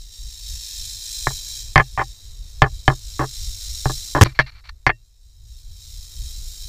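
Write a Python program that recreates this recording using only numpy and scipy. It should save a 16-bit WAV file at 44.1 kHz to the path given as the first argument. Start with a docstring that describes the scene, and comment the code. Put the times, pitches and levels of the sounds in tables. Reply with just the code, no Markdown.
"""A rattlesnake buzzes its tail in a small glass-fronted enclosure: many tiny collisions, swelling and easing
with each shake, coloured by the hollow segments and echoed by the walls. Knocks on a hand-held camera make
its housing, mount and metal fitting ring, and overload the microphone. Then the snake strikes with a rough
crash, the camera is pulled back with scrapes and two ringing clacks, and the rattle grows again.
Under it all are a rumble of filtered noise from the hand, a faint hiss and a thin steady whine."""
import sys
import numpy as np
from scipy import signal
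from scipy.fft import rfft, irfft, next_fast_len
from scipy.io import wavfile

SR = 44100
rng = np.random.default_rng(int(sys.argv[2]) if len(sys.argv) > 2 else 0)


def bounce(signal):
    """Save signal as a 16-bit WAV file at the path given by the first command-line argument."""
    frames = np.transpose(np.atleast_2d(signal))
    limited = np.clip(frames, -1, 1)
    pcm = np.round(limited * 32767).astype(np.int16)
    wavfile.write(sys.argv[1], SR, pcm)


N = 294588
TIME = np.arange(N) / SR   # seconds

# Tone of the hollow rattle segments. Each row: frequency in Hz, relative level in dB.
SEGMENT_TONE = [(500, -43), (1000, -29.5), (1500, -25), (2000, -19), (2900, -18), (3400, -14), (3800, -5.5),
                (6000, -6.5), (7600, -4.5), (9000, -12), (11800, -18), (13300, -12.5), (15300, -14.5)]
# Resonances and dips of the segments. Each row: frequency in Hz, width in Hz, height in dB.
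SEGMENT_PEAKS = [(3150, 200, 6), (3420, 93, -6), (3706, 680, 6.5), (4018, 180, 4.5), (5290, 300, 9),
                 (5684, 160, 8.5), (6590, 150, 5.5), (7340, 400, 3), (10600, 750, 5.5)]
# The rattle before the strike. Each row: time in seconds, level in dB before the bout's gain.
WARNING = [(0.0, -48.5), (0.13, -46), (0.29, -40.5), (0.47, -37.5), (0.72, -35.5), (1.12, -32.5),
           (1.26, -33.5), (1.63, -36), (1.77, -46), (2.57, -50.5), (2.75, -47.5), (3.37, -36.5),
           (3.85, -34), (4.0, -33.5), (4.11, -34), (4.19, -43.5)]
# The rattle after the strike. Each row: time in seconds, level in dB before the bout's gain.
RENEWED = [(5.08, -66.5), (5.436, -59.5), (6.012, -43), (6.66, -39)]

# Level of the background, which sinks after the strike and slowly returns.
# Each row: time in seconds, level of the hiss in dB.
BACKGROUND = [(0, -69.5), (1.7, -61.5), (1.9, -65.5), (2.3, -64.5), (4.2, -61), (4.5, -71), (5.15, -78.5),
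              (6.25, -62), (6.68, -64.5)]
# Tone of the hand's rumble. Each row: frequency in Hz, relative level in dB.
RUMBLE_TONE = [(10, -7.5), (32, 1.5), (50, 0), (75, -9), (105, -14.5), (150, -32), (230, -46), (400, -52),
               (1000, -77.5)]
# Tone of the hiss. Each row: frequency in Hz, relative level in dB.
HISS_TONE = [(100, 6), (400, 6.5), (900, -0.5), (2000, -1), (5000, -10), (15000, -13.5)]
# The hand shifts its grip and the rumble swells. Each row: time in seconds, peak level added in dB.
NUDGES = [(.25, -35), (.53, -32), (3.73, -37), (4.55, -52), (4.719, -53.5), (5.28, -55), (5.48, -44.5),
          (5.71, -37), (5.97, -39.5), (6.21, -30.5), (6.411, -41.5), (6.661, -34.5)]

# Knocks on the camera. Each row: time in seconds, force in dB, low edge in Hz, high edge in Hz,
# chatter in dB, thump in dB, metal ring in dB (these three relative to the force), number of rebounds
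# (rounded; -1 leaves the knock out), time between rebounds in seconds, loss per rebound in dB.
KNOCKS = [ (1.2703, -1.5, 545, 2220, -13.5, -5.5, -6.5, 1, 0.036, 23),
          (1.758, 5, 570, 3300, -4.5, -1, -6.5, 2, .0203, 3),
          (1.9762, -11, 595, 2690, 5, -3, -17, 2, .017, 1.6),
          (2.6197, 8, 380, 4600, -8.5, -2.5, -18, 2, 0.02, 14),
          (2.8793, 6, 380, 4000, -8, -2, -23, 2, 0.021, 17),
          (3.1934, -7, 220, 1860, -1.5, -1.5, -4, 3, .015, 4.5),
          (3.8570, -4, 130, 1730, -8, 3.5, -3, 1, .04, 11.5),
          (4.1500, -4, 225, 1860, -2.5, -3, -3.5, 2, 0.014, 4),
          (4.2120, 7, 258, 4000, -9, -3.5, -21, 0, .0245, 18),
          (4.26, -15, 300, 2500, -3.5, 6, -11, 0.5, 0, 0),
          (4.3904, -9.5, 465, 5540, -6, 1.5, 11, 1, 0.0062, 3),
          (4.6920, -38, 900, 6500, -3, -8.5, 5, -1, 0, 3),
          (4.8659, -4.5, 330, 5730, -2, 0.5, 5, 1, 0.027, 8.5)]
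# Ringing of the plastic housing. Each row: frequency in Hz, level in dB, time to fade by 60 dB in seconds.
HOUSING = [(330, -26, 0.091), (377, -21.5, .05), (424, -18, .04), (622, -29, .08), (794.4, -18.5, .045),
           (880, -22, 0.033), (1076, -9, 0.016), (1184, -18, 0.025), (1386, -16, 0.012), (1550, -25, .014),
           (1712, -14.5, 0.028), (2060, -22, 0.018), (2390, -26, .015), (3080, -23, 0.026),
           (4370, -22, 0.0098)]
# Swinging of the springy mount. Each row: frequency in Hz, level in dB, time to fade by 60 dB in seconds.
MOUNT = [(33.4, -20, .22), (64, -16, 0.11), (87, -25, .08), (112, -24.5, 0.22), (130.5, -9.5, 0.15)]
# Ringing of the metal fitting. Each row: frequency in Hz, level in dB, time to fade by 60 dB in seconds.
FITTING = [(1770, -10, 0.02), (1845, -23.5, 0.08), (2070, -10.5, .016), (2278, -25, .012),
           (2730, -38.5, 0.16), (3240, -25, 0.01), (4370, -16.5, 0.0066), (5450, -26.5, 0.014)]

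# The crash of the strike. The one row: length in seconds, level in dB.
STRIKE = (.0255, -6)
# Tone of the crash. Each row: frequency in Hz, relative level in dB.
CRASH_TONE = [(150, 9.5), (900, 0), (2500, -3), (4000, -12), (5800, -4.5), (9000, -13.5), (15000, -21.5)]
# The mount swinging under the strike. Each row: frequency in Hz, level in dB, time to fade by 60 dB in seconds.
SHOVE = [(92, 10.5, 0.056), (34.6, -2, 0.11)]

# Scrapes around the pulling back. Each row: start in seconds, length in seconds, level in dB.
SCRAPES = [(4.244, 0.028, -29.5), (4.265, 0.062, -47.5), (4.344, 0.038, -47), (4.393, 0.031, -29),
           (4.421, 0.0334, -56), (4.46, 0.042, -43), (4.513, 0.094, -53), (4.638, 0.067, -50.5),
           (4.688, 0.0065, -36)]
# Tone of the scrapes. Each row: frequency in Hz, relative level in dB.
SCRAPE_TONE = [(300, -24), (700, -9.5), (1200, -0.5), (2300, -3), (3300, -7.5), (4400, 4.5), (5000, -10.5),
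               (5600, -9.5), (6800, -27.5), (15000, -34)]
# Resonances and dips of the sliding parts. Each row: frequency in Hz, width in Hz, height in dB.
SCRAPE_PEAKS = [(1820, 49, 6), (2120, 90, 9.5), (2340, 95, 14.5), (2720, 50, 6), (4200, 120, -0.5)]

SHAKES_PER_S, SHAKE_WANDER = 54, 0.046   # average rate, and its slow wandering as a share of it
# gain and extra treble of each bout; the second is heard from further back, at another angle
WARNING_GAIN_DB, WARNING_TOP_DB = 2.2, -1.54
RENEWED_GAIN_DB, RENEWED_TOP_DB = 0.4, 1
STRIKE_S = 4.2115
STOP_DB_PER_S = 201.5   # the buzz collapses to a faint tremor as the snake lunges
# gentle shaking favours the low part: dB lost there per dB of level, and the level where nothing is lost
LOW_SAG, LOW_EVEN_DB = 0.15, -39
BOX_T60_S, BOX_DB = .06, -7.5   # wall echoes: time to fade by 60 dB, level
WHINE_HZ, WHINE_DB = 12618, -3   # electronics, level relative to the hiss
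RUMBLE_DB = 26.5   # steady rumble relative to the hiss
NUDGE_S = 0.05   # time from the peak of a swell until about a third is left
CHATTER_S = 0.014   # time until the chatter is down to about a third
CHATTER_FADE, THUMP_FADE = .55, 0.93   # their shares of the loss per rebound
SOFT_CONTACT_HZ = 1750   # high edge that ever weaker rebounds approach
CUTOFF_HZ = 15200   # nothing much is left above this


def from_db(db):
    """Turn decibels into a multiplier."""
    return 10 ** (np.asarray(db) / 20)


def rms_one(x):
    """Scale a sound to an average strength (rms) of 1."""
    return x / np.sqrt(np.mean(x ** 2) + 1e-20)


def level_over_time(rows):
    """Join (time, level) points with straight lines, one value per sample."""
    seconds, level_db = np.transpose(rows)
    return np.interp(TIME, seconds, level_db)


def drift(rate):
    """Random wandering through this many new values per second, with rms 1."""
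    knots = rng.standard_normal(4000)
    return rms_one(np.interp(TIME * rate, np.arange(len(knots)), knots))


def colour(x, spectrum, peaks=()):
    """Filter x to a smooth tone with resonances on top, then scale it to rms 1."""
    size = next_fast_len(N + SR // 10, real=True)
    hz = np.arange(size // 2 + 1) * SR / size + 1e-3
    points, levels = np.transpose(spectrum)
    db = np.interp(np.log(hz), np.log(points), levels)
    for centre, width, height in peaks:
        db = db + height / (1 + (2 * (hz - centre) / width) ** 2)
    filtered = irfft(rfft(x, size) * from_db(db), size)
    return rms_one(filtered[:N])


def butter(x, hz, kind, order):
    """Keep what lies below ("low") or above ("high") a frequency."""
    sos = signal.butter(order, min(hz, SR * .45), kind, fs=SR, output="sos")
    return signal.sosfilt(sos, x + 1e-18)


def ring(force, modes):
    """Each mode is a resonator that a push sets ringing at its own pitch and that then fades."""
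    out = np.zeros(N)
    for hz, db, t60 in modes:
        keep = from_db(-60 / (t60 * SR))   # what is left after one sample
        turn = 2 * np.pi * hz / SR
        resonator = [1, -2 * keep * np.cos(turn), keep * keep]
        out += from_db(db) * signal.lfilter([0, np.sin(turn)], resonator, force + 1e-18)
    return out


def grains(per_s, spread_db):
    """Tiny contacts of uneven size and random sign at random moments."""
    hits = rng.random(N) < per_s / SR
    signs = rng.choice([-1, 1], N)
    sizes_db = spread_db * np.clip(rng.standard_normal(N), -2, 2)
    return hits * signs * from_db(sizes_db)


def burst(start, length, edge):
    """Open over the edge time at start, and close over it after the length."""
    opening = np.clip((TIME - start) / edge, 0, 1)
    closing = np.clip((start + length - TIME) / edge + 1, 0, 1)
    return opening * closing


def enclosure(x, near_lag_s=0.001393, sway_s=.0002, near_db=-12):
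    """The nearest wall gives one echo that shifts as the tail sways; the others add a short, dense train."""
    near_echo = np.interp(TIME - near_lag_s - sway_s * drift(1.3), TIME, x)
    x = x + from_db(near_db) * near_echo
    t = TIME[:SR // 5]
    echoes = rng.standard_normal(len(t)) * from_db(-60 * t / BOX_T60_S) * (t > .001)
    echoes = echoes / np.linalg.norm(echoes)
    return x + from_db(BOX_DB) * signal.fftconvolve(x, echoes)[:N]


def rattle_bout(curve, gain_db, top_db, low, middle, top):
    """Set one bout's loudness; harder shaking makes it brighter by holding back the low part."""
    level_db = level_over_time(curve)
    low_db = np.minimum(LOW_SAG * (LOW_EVEN_DB - level_db), 1.5)
    mix = from_db(low_db) * low + middle + from_db(top_db) * top
    return from_db(level_db + gain_db) * mix


def rattle(swing_db=2.0, turn_db=-1.65, flutter_db=0.32, waver_db=1.25, knee_hz=4600, split_hz=8700):
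    """Loose segments collide all the time, in two swells of force within each shake of the tail."""
    shakes = SHAKES_PER_S * (1 + SHAKE_WANDER * drift(1.2) + 0.042 * drift(25))
    phase = 2 * np.pi * np.cumsum(shakes) / SR
    shake_db = swing_db * np.cos(phase) + turn_db * np.cos(2 * phase)
    uneven_db = flutter_db * drift(30) + waver_db * drift(12)
    collisions = grains(per_s=4800, spread_db=2) * from_db(shake_db + uneven_db)
    buzz = colour(enclosure(collisions), SEGMENT_TONE, SEGMENT_PEAKS)
    # filtering forwards and backwards keeps the three parts in step
    low = signal.sosfiltfilt(signal.butter(3, knee_hz, fs=SR, output="sos"), buzz)
    body = signal.sosfiltfilt(signal.butter(3, split_hz, fs=SR, output="sos"), buzz)
    parts = low, body - low, buzz - body
    before = from_db(-STOP_DB_PER_S * np.maximum(TIME - STRIKE_S, 0))
    warning = rattle_bout(WARNING, WARNING_GAIN_DB, WARNING_TOP_DB, *parts)
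    renewed = rattle_bout(RENEWED, RENEWED_GAIN_DB, RENEWED_TOP_DB, *parts)
    return before * warning + (1 - before) * renewed


def background(lumps_db=3.0):
    """Lumpy low noise from the hand on the camera, faint hiss noise and a thin electronic sine whine."""
    level_db = level_over_time(BACKGROUND)
    swells = sum(from_db(db) * np.exp(-((TIME - s) / NUDGE_S) ** 2) for s, db in NUDGES)
    hand = from_db(level_db + RUMBLE_DB + lumps_db * drift(16)) + swells
    rumble = hand * colour(rng.standard_normal(N), RUMBLE_TONE)
    hiss = colour(rng.standard_normal(N), HISS_TONE)
    whine = from_db(WHINE_DB) * np.sin(2 * np.pi * WHINE_HZ * TIME)
    return rumble + from_db(level_db) * (hiss + whine)


def knocks(chatter_size=.35, stiff_hz=290, grip_hz=162, edge_db=-8.5, edge_hz=3600):
    """Blows rock the mount and ring the housing, which chatters and rebounds, weaker and duller each time."""
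    blows, thumps, metal = np.zeros((3, N))
    chatter = chatter_size * grains(per_s=1800, spread_db=2.5)
    settle = np.exp(-(TIME[:SR // 5] / CHATTER_S) ** 2)
    for s, force_db, low_hz, high_hz, chatter_db, thump_db, ring_db, rebounds, gap, loss_db in KNOCKS:
        for k in range(round(rebounds) + 1):
            at = round((s + k * gap) * SR)
            lost_db = k * loss_db
            span = slice(at, at + SR // 5)
            contact = from_db(chatter_db - CHATTER_FADE * lost_db) * chatter[span] * settle
            contact[0] = from_db(-lost_db)   # the first click
            # a soft contact reaches the high modes only through its hard edges
            top_hz = SOFT_CONTACT_HZ + (high_hz - SOFT_CONTACT_HZ) * from_db(-lost_db)
            soft = butter(contact, top_hz, "low", order=5)
            hard_edges = from_db(edge_db) * butter(contact, edge_hz, "low", order=5)
            # a contact on a stiff spot misses the low modes
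            contact = from_db(force_db) * butter(soft + hard_edges, low_hz, "high", order=2)
            blows[span] += contact
            metal[span] += from_db(ring_db) * contact
            thumps[at] += from_db(force_db + thump_db - THUMP_FADE * lost_db)
    # the small stiff parts radiate little bass, and the grip cushions the mount
    stiff_parts = butter(ring(blows, HOUSING) + ring(metal, FITTING), stiff_hz, "high", order=4)
    mount = butter(ring(thumps, MOUNT), grip_hz, "low", order=4)
    return stiff_parts + mount


def strike(shove_lag_s=0.004):
    """The snake lunges at the camera: a rough crash of contacts, then its weight shoves the mount back."""
    length, crash_db = STRIKE
    rough = colour(grains(per_s=2700, spread_db=7.0), CRASH_TONE)
    crash = from_db(crash_db) * rough * burst(STRIKE_S, length, edge=.0007)
    push = np.zeros(N)
    push[round((STRIKE_S + shove_lag_s) * SR)] = -1
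    return crash + ring(push, SHOVE)


def scrapes(grit_db=2.5, edge_s=0.0052, ring_db=-36):
    """Short slides that catch and slip unevenly and set the metal fitting ringing faintly."""
    level = sum(from_db(db) * burst(s, length, edge_s) for s, length, db in SCRAPES)
    contacts = grains(per_s=1800, spread_db=1.5) * from_db(grit_db * drift(200))
    slips = level * colour(contacts, SCRAPE_TONE, SCRAPE_PEAKS)
    return slips + from_db(ring_db) * ring(slips, FITTING)


def scene():
    """Add all sources together at one microphone."""
    return (rattle() + background() + knocks() + strike() + scrapes())[None]


def record(dry):
    """The loudest peaks overload and are rounded off, and the very top of the treble is cut."""
    clipped = dry / (1 + dry ** 6) ** (1 / 6)
    top_cut = signal.ellip(10, .1, 80, CUTOFF_HZ, fs=SR, output="sos")
    return signal.sosfilt(top_cut, clipped)


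dry = scene()
out = record(dry)
bounce(out)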